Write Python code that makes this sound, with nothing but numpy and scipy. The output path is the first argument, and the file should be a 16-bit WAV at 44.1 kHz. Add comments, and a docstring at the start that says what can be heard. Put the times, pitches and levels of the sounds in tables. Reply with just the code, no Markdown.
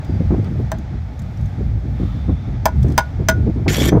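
"""Outdoors by a wall and scaffold, a mason taps a stone block with a steel trowel, once lightly and three
times hard: grit crunches, the blade rings, the block knocks. He scrapes mortar off its edge, the steel
rasping over sand. Crumbs tick, wet mortar rubs softly, and the wall and scaffold answer closely.
Wind buffets the microphone over the hum of distant traffic, with a faint far whistle and whine,
and a thin hiss on top."""
import sys
import numpy as np
from scipy import signal
from scipy.fft import rfft, irfft, next_fast_len
from scipy.io import wavfile
from scipy.ndimage import uniform_filter1d, minimum_filter1d, map_coordinates

SR = 44100
rng = np.random.default_rng(int(sys.argv[2]) if len(sys.argv) > 2 else 0)


def master_out(mix):
    """Clip the mix to full scale and print it as 16-bit PCM to the path in sys.argv[1]."""
    frames = np.transpose(np.atleast_2d(mix))
    ceiling = np.clip(frames, -1, 1)
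    pcm = np.round(ceiling * 32767).astype(np.int16)
    wavfile.write(sys.argv[1], SR, pcm)


N = 176400

# The blade's broad resonances on contact. Each row: centre in Hz, width in Hz, level in dB.
STRUCK_STEEL = [(1770, 170, 0.5), (2150, 380, 2), (3120, 200, 0), (3650, 220, -3.5), (4300, 250, -4.5),
                (4990, 320, 0.5), (6030, 310, 4), (7200, 300, -3), (8050, 230, -8.5), (9100, 400, -9.5),
                (10660, 440, -11), (11800, 440, -5), (13100, 600, -9.5), (15140, 1500, -6.5)]


def trowel_taps():
    """Steel hits stone: a crack, a crunch of grit, ringing blade and block, and a dead thud."""
    # The blows. Each row: start in seconds; levels in dB of crack, blade ring, flex, clack, stone and
    # crunch; crunch hold in seconds; brightness of the crack in dB per octave.
    blows = [(0.717, -27, -40, -17.5, -25, -28, -30, 0.0038, -2),
             (2.6557, -15.5, -25, -15, -17.5, -9, -14.5, 0.0045, 1),
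             (2.9785, -13.5, -11, -21, -20, -8, -11, 0.0075, -.5),
             (3.286, -14.5, -9.5, -7, -14, -21.5, -14, .011, 0)]
    # The blade's upper ring, the trowel's short clack and the block's note.
    # Each row: pitch in Hz, level in dB, time to fall 60 dB in seconds.
    blade_modes = [(1453, 1, .16), (1550, -13, .08), (1660, -11, .08), (1975, -10, .06), (2155, -7, .06),
                   (2260, -9, .06), (3145, -8, .04), (3660, -11, .045), (4950, -10, .04), (5100, -10, .045),
                   (6010, -7, .035), (6135, -7, .035), (7075, -12, .045), (8150, -11, .035),
                   (11800, -11, .03)]
    clack_modes = [(1090, -6, .07), (1180, -4, .03), (1248, 0, .04), (1340, -6, .04), (1600, -3, .07),
                   (1780, -3, .04), (1895, -7, .06)]
    stone_modes = [(660, -11, .045), (740, -7, .05), (818, 1, .07), (860, -7, .05), (940, -7, .04),
                   (980, -3, .09)]
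    # Tone of the crunch and of the thud. Each row: frequency in Hz, level in dB.
    crunch_colour = [(200, 15), (480, 3), (650, 17.5), (1000, 4), (1250, 3), (2200, 4.5), (2800, -3.5),
                     (4400, -5.5), (8000, -24), (15800, -31)]
    thud_colour = [(300, -40), (540, -20), (640, 0), (850, 2), (1020, -2), (1130, -18), (2000, -40)]
    flex_hz, flex_t60, tilt_pivot_hz = 641, .09, 5000
    rings, crack, crunch, thud = np.zeros((4, N))
    for start, crack_db, blade_db, flex_db, clack_db, stone_db, crunch_db, crunch_s, tilt_db in blows:
        blade = amp(blade_db) * ring(blade_modes)
        clack = amp(clack_db) * ring(clack_modes)
        flex = ring([(flex_hz, flex_db, flex_t60)])
        add(rings, start, blade + clack + flex)
        block_start = start + .0015  # the block answers just after the crack
        add(rings, block_start, amp(stone_db) * ring(stone_modes))
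        thud += amp(stone_db - 2.5) * burst(block_start, t60=.028, hold=.007)
        crush = amp(crunch_db) * burst(start, t60=.04, hold=crunch_s)
        crunch += crush
        impact = amp(crack_db) * burst(start, t60=.008, hold=.0015)
        force = (impact + amp(-10) * crush) * rng.standard_normal(N)  # crushed grit shakes the steel too
        crack += filtered(force, lambda hz: amp(tilt_db * np.log2((hz + 1) / tilt_pivot_hz)))
    steel_crack = through_steel(crack, STRUCK_STEEL)
    return rings + steel_crack + crunch * noise(crunch_colour) + thud * noise(thud_colour)


def trowel_scrape():
    """The blade lands, drags over sand grains that hiss and excite the steel, then lifts and rings on."""
    # The shape of the stroke. Each row: time in seconds, level in dB.
    stroke_levels = [(3.679, -61), (3.683, -31), (3.70, -24), (3.72, -28), (3.738, -21), (3.747, -25),
                     (3.756, -23), (3.80, -25), (3.87, -22), (3.892, -26.5), (3.905, -45), (3.94, -70)]
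    # The blade lands flat, then catches on coarse sand.
    # Each row: start in seconds, level in dB, time to fall 60 dB in seconds.
    snags = [(3.6805, -16.5, 0.1), (3.745, -16.5, 0.023), (3.756, -22, 0.02), (3.821, -18, 0.011),
             (3.8903, -24, 0.024)]
    # Tone of the sliding grit and of the catches. Each row: frequency in Hz, level in dB.
    grit_colour = [(470, -9.5), (800, 0.5), (989, -9), (1160, -2), (1320, -8.5), (1420, 1.5), (2280, -15),
                   (2650, -8.5), (3360, -3), (3860, -7), (6510, -8), (7600, -12.5), (8790, -19.5),
                   (10700, -14.5), (12300, -12), (15800, -30)]
    catch_colour = [(600, -14), (1500, -2.5), (2250, 12), (2900, -2), (4200, 2), (7000, -12), (15000, -49)]
    # Resonances of the pressed blade. Each row: centre in Hz, width in Hz, level in dB.
    pressed_steel = [(1800, 56, 3.5), (2020, 15, 7), (2225, 170, 1), (2840, 20, -13), (3190, 200, -2),
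                     (3400, 120, -12.5), (5570, 67, -7), (5780, 82, -1.5), (7100, 360, -6),
                     (11770, 450, -13)]
    grains_per_s, spread_db, chatter_db = 1300, 1, 2
    lift_s, free_hz, free_db, free_t60 = 3.893, 6130, -42, .18
    grains = (rng.random(N) < grains_per_s / SR) * np.sign(rng.standard_normal(N))
    grains *= amp(spread_db * rng.standard_normal(N))
    grains *= amp(chatter_db * wobble(170))
    stroke = amp(curve(stroke_levels, outside=-120))
    drag = stroke * unit(patchy(grains, depth_db=3))
    grit = amp(-4) * filtered(drag, lambda hz: unit(amp(along(grit_colour, hz))))
    steel = amp(-6.5) * through_steel(drag, pressed_steel)
    catches = noise(catch_colour) * sum(amp(db) * burst(start, t60) for start, db, t60 in snags)
    out = grit + steel + catches
    add(out, lift_s, ring([(free_hz, free_db, free_t60)]))
    return out + edge_squeal()


def edge_squeal():
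    """The edge sticks and slips in a rough squeal that rises through the stroke."""
    # The squeal's path. Each row: time in seconds, pitch in Hz, level in dB.
    path = [(3.732, 3200, -48), (3.777, 3280, -25.5), (3.798, 3430, -25.5), (3.828, 3580, -34),
            (3.88, 3630, -35)]
    times, hz, db = np.transpose(path)
    pitch = np.interp(clock(), times, hz) * (1 + .025 * wobble(700))
    level_db = np.interp(clock(), times, db, -120, -120) + 3 * wobble(180)
    return amp(level_db) * sine(pitch)


def mortar_crumbs():
    """Crumbs and small touches of the blade make soft-edged ticks, partly coloured by the steel."""
    # The ticks. Each row: start in seconds, level in dB.
    touches = [(0.047, -35.5), (0.4433, -42.5), (0.784, -37.5), (1.192, -33.5), (1.218, -38.5),
               (1.3723, -44), (1.4104, -43.5), (1.4575, -41.5), (2.828, -29), (2.8826, -37.5),
               (2.9012, -40), (2.9206, -33)]
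    # Their bright tone. Each row: frequency in Hz, level in dB.
    colour = [(1500, -19), (3500, 1), (6800, 3.5), (9500, -8), (12300, -6), (15500, -16)]
    ticks = sum(amp(db - 8) * burst(start, t60=.03) * fade_in(start, seconds=.002)
                for start, db in touches)
    mortar = patchy(noise(colour) * ticks, depth_db=5)  # each crumb has its own colour
    return mortar + amp(-5) * through_steel(ticks * rng.standard_normal(N), STRUCK_STEEL)


def mortar_rubs():
    """Soft swells of friction as the blade presses wet mortar home."""
    # The rubs. Each row: centre in seconds, half length in seconds, level in dB.
    rubs = [(0.46, 0.015, -47), (2.04, 0.072, -48.5), (2.188, 0.068, -52), (2.425, 0.054, -53),
            (2.558, 0.019, -55), (2.884, 0.051, -53)]
    # Their midrange tone. Each row: frequency in Hz, level in dB.
    colour = [(700, -15), (1200, 11), (1600, -1), (2100, 0), (2800, -5), (3600, 0), (4400, -9.5),
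              (6500, -17), (9000, -34), (14000, -32)]
    swells = sum(amp(db) * np.exp(-.5 * ((clock() - centre) / half) ** 2) for centre, half, db in rubs)
    return noise(colour) * swells


def yard_echoes(x):
    """Dull slaps off wall and scaffold, and a short outdoor tail."""
    # The slaps. Each row: delay in seconds, level in dB.
    slaps = [(.0107, -14), (.0262, -18)]
    # The tail's decay. Each row: frequency in Hz, time to fall 60 dB in seconds.
    decay = [(300, .2), (1500, .16), (6000, .12), (14000, .08)]
    dull_above_hz = 4000

    def walls(hz):
        delays = sum(amp(db) * np.exp(-2j * np.pi * hz * delay) for delay, db in slaps)
        return delays / (1 + 1j * hz / dull_above_hz) ** 2

    hz, t, bands = signal.stft(rng.standard_normal(SR // 3), SR, nperseg=256)
    tail = signal.istft(bands * amp(-60 * t / along(decay, hz)[:, None]), SR, nperseg=256)[1]
    return filtered(x, walls) + amp(-18) * signal.fftconvolve(x, tail / np.linalg.norm(tail))[:N]


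def wind():
    """Wind on the microphone: a fluttering rumble, each gust adding a buffet and a harsher flap."""
    # The wind's strength. Each row: time in seconds, level in dB.
    levels = [(0.0, -22), (0.03, -25), (0.1, -19), (1.25, -26.5), (1.77, -19), (1.82, -24.5), (2.05, -18.5),
              (2.08, -25.5), (2.34, -16.5), (2.36, -25), (2.81, -20), (2.85, -15), (3.13, -27.5),
              (3.19, -18.5), (3.68, -18.5), (3.7, -17.5), (3.98, -15.5), (4.0, -17)]
    # The gusts. Each row: start in seconds, length in seconds, level in dB, flap in dB against the gust.
    gusts = [(0.087, 0.012, -18, -32), (0.201, 0.0064, -13.5, -20), (0.235, 0.0067, -32.5, -3),
             (0.305, 0.038, -14.5, -6), (0.38, 0.01, -12, -17.5), (0.426, 0.13, -26, -19.5),
             (0.575, 0.035, -19.5, -19.5), (0.722, 0.035, -27, -36), (1.576, 0.036, -22.5, -22),
             (1.85, 0.041, -24.5, -26), (1.995, 0.039, -19, -16.5), (2.28, 0.022, -16.5, -12),
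             (2.473, 0.012, -25, -14), (2.839, 0.072, -18, -10), (3.193, 0.027, -17.5, -14.5),
             (3.316, 0.13, -23.5, -22), (3.459, 0.038, -15.5, -14.5), (3.553, 0.067, -27.5, -4.5),
             (3.658, 0.071, -18.5, -7), (3.758, 0.14, -18.5, -6), (3.918, 0.056, -10.5, -4)]
    # Tone of the three layers, lowest first. Each row: frequency in Hz, level in dB.
    rumble_colour = [(10, -59.5), (24, -33), (31, -21.5), (42, -5.5), (62, 4.5), (100, 2.5), (150, -5.5),
                     (250, -17), (400, -45), (800, -76)]
    buffet_colour = [(15, -55), (50, -17.5), (110, 2.5), (190, -1), (300, -7), (450, -18), (800, -37.5),
                     (1600, -84)]
    flap_colour = [(30, -52), (150, -22.5), (330, 8), (480, -3.5), (750, -12), (1300, -24.5), (2500, -45.5),
                   (5000, -77)]
    lull_db, release_s = -14, .015
    strength = amp(curve(levels))
    buffet = strength * amp(lull_db + 5 * wobble(22.22))
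    flap = np.zeros(N)
    for start, length, db, flap_db in gusts:
        release = np.exp(-np.clip((clock() - start - length) / release_s, 0, 20))
        swell = amp(db) * fade_in(start, seconds=.0035) * release
        buffet = np.hypot(buffet, swell)
        flap += amp(flap_db) * swell
    rumble = strength * amp(.5 + 2.5 * wobble(14)) * eddies(rumble_colour)
    return rumble + buffet * eddies(buffet_colour) + flap * amp(4.5 * wobble(120)) * eddies(flap_colour)


def traffic():
    """Distant traffic blurs into a gently swaying hum."""
    # The hum's slow drift. Each row: time in seconds, level in dB.
    levels = [(0.0, -46.5), (0.65, -47), (0.99, -49), (1.7, -49), (2.17, -49.5), (2.73, -47), (3.65, -49)]
    # Its dull tone. Each row: frequency in Hz, level in dB.
    colour = [(240, -12.5), (400, -7), (620, -0.5), (860, -2), (1020, -13.5), (1220, -9.5), (1550, -11.5),
              (2200, -12), (2870, -22), (3450, -18.5), (3900, -22), (5400, -25), (6600, -29.5), (8500, -42),
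              (10500, -55.5), (15800, -68)]
    return amp(curve(levels) + 4.5 + .5 * wobble(7.56)) * noise(colour)


def far_tones():
    """A thin falling whistle and, later, a wavering whine."""
    # Each row: start and end in seconds, first and last pitch in Hz, level in dB, waver as a pitch share.
    glides = [(0.048, 0.19, 4870, 4700, -61, 0.006), (1.993, 2.62, 3515, 3610, -60.5, 0.022)]
    out = np.zeros(N)
    for start, end, from_hz, to_hz, db, waver in glides:
        progress = fade_in(start, end - start)
        pitch = (from_hz + (to_hz - from_hz) * progress) * (1 + waver * wobble(150))
        arch = np.sqrt(2 * np.abs(np.sin(np.pi * progress)))
        out += amp(db + 2 * wobble(60)) * arch * sine(pitch)
    return out


def top_hiss():
    """A thin, high hiss that swells and sinks."""
    # The swells. Each row: time in seconds, level in dB.
    levels = [(0, -70), (.5, -67.5), (.9, -74.5), (1.4, -67), (1.75, -73), (2.05, -65.5), (2.4, -72.5),
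              (2.6, -80), (2.87, -60.5), (3.2, -73), (4, -69)]
    # The airy tone. Each row: frequency in Hz, level in dB.
    colour = [(3000, -12), (7000, 2), (9000, 0), (10500, -5), (11500, -2), (12200, 2), (12900, 0),
              (13700, -5), (15800, -5)]
    return amp(curve(levels)) * noise(colour)


def ring(modes, attack_s=.0007):
    """Damped modes that start together, their levels scattered by about 1 dB at each blow."""
    t = np.arange(SR // 3) / SR
    tones = sum(amp(db + rng.normal() - 60 * t / t60) * np.sin(2 * np.pi * hz * t)
                for hz, db, t60 in modes)
    return tones * (1 - np.exp(-t / attack_s))


def through_steel(x, resonances):
    """x excites the blade's resonances, a bank of band-passes with unit power overall."""
    def response(hz):
        bank = sum(amp(db) * 1j * hz * width / (centre ** 2 - hz ** 2 + 1j * hz * width)
                   for centre, width, db in resonances)
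        return bank / np.sqrt(np.mean(np.abs(bank) ** 2))

    return filtered(x, response)


def patchy(x, depth_db):
    """Gains that wander in small patches of time and pitch, as the contact shifts."""
    bands = signal.stft(x, nperseg=512)[2]
    patches = uniform_filter1d(rng.standard_normal(bands.shape), size=6, axis=0)
    patches = uniform_filter1d(patches, size=3, axis=1)
    return signal.istft(bands * amp(depth_db * unit(patches)), nperseg=512)[1][:N]


def eddies(colour):
    """Noise with its slow swells evened out, so that the gusts set its level."""
    x = noise(colour)
    power = np.abs(uniform_filter1d(x * x, size=1300))
    return unit(x / np.sqrt(power + .012))


def noise(colour):
    """Coloured noise of rms 1."""
    return unit(filtered(rng.standard_normal(N), lambda hz: amp(along(colour, hz))))


def filtered(x, response):
    """x shaped by a complex response of frequency."""
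    size = next_fast_len(N + SR // 2)
    return irfft(rfft(x, size) * response(np.fft.rfftfreq(size, 1 / SR)), size)[:N]


def burst(start, t60, hold=0):
    """An envelope that snaps open, holds, then falls 60 dB in t60 seconds."""
    t = clock() - start
    return (t >= 0) * amp(-60 * np.clip((t - hold) / t60, 0, 10))


def fade_in(start, seconds):
    return np.clip((clock() - start) / seconds, 0, 1)


def wobble(rate):
    """A smooth random curve, rate knots a second."""
    return map_coordinates(rng.standard_normal(int(N * rate / SR) + 4), [clock() * rate])


def curve(points, outside=None):
    """Joins (seconds, value) points, one value per sample."""
    return np.interp(clock(), *np.transpose(points), outside, outside)


def along(points, hz):
    """Joins (Hz, value) points on a log axis."""
    knots_hz, values = np.transpose(points)
    return np.interp(np.log(hz + 1), np.log(knots_hz + 1), values)


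def sine(hz):
    return np.sin(2 * np.pi * np.cumsum(hz) / SR)


def add(track, start, sound):
    i = round(start * SR)
    track[i:i + len(sound)] += sound[:N - i]


def amp(db):
    return 10 ** (np.asarray(db) / 20)


def unit(x):
    return x / np.sqrt(np.mean(x ** 2) + 1e-20)


def clock():
    return np.arange(N) / SR


def scene():
    """The trowel and its echoes, over wind, far sounds and hiss, in mono."""
    trowel = trowel_taps() + trowel_scrape() + mortar_crumbs() + mortar_rubs()
    hiss = top_hiss()
    return (trowel + yard_echoes(trowel) + wind() + traffic() + far_tones() + hiss)[None]


def record(dry):
    """A fast limiter holds down the peaks, then a steep low-pass trims the very top."""
    ceiling, hold_samples = .9, int(.0012 * SR)
    top_hz, edge_hz = 15740, 110
    x = dry[0]
    gain = ceiling / np.maximum(np.abs(x), ceiling)
    gain = uniform_filter1d(minimum_filter1d(gain, hold_samples), hold_samples)
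    return filtered(x * gain, lambda hz: .5 - .5 * np.tanh((hz - top_hz) / edge_hz))[None]


dry = scene()
out = record(dry)
master_out(out)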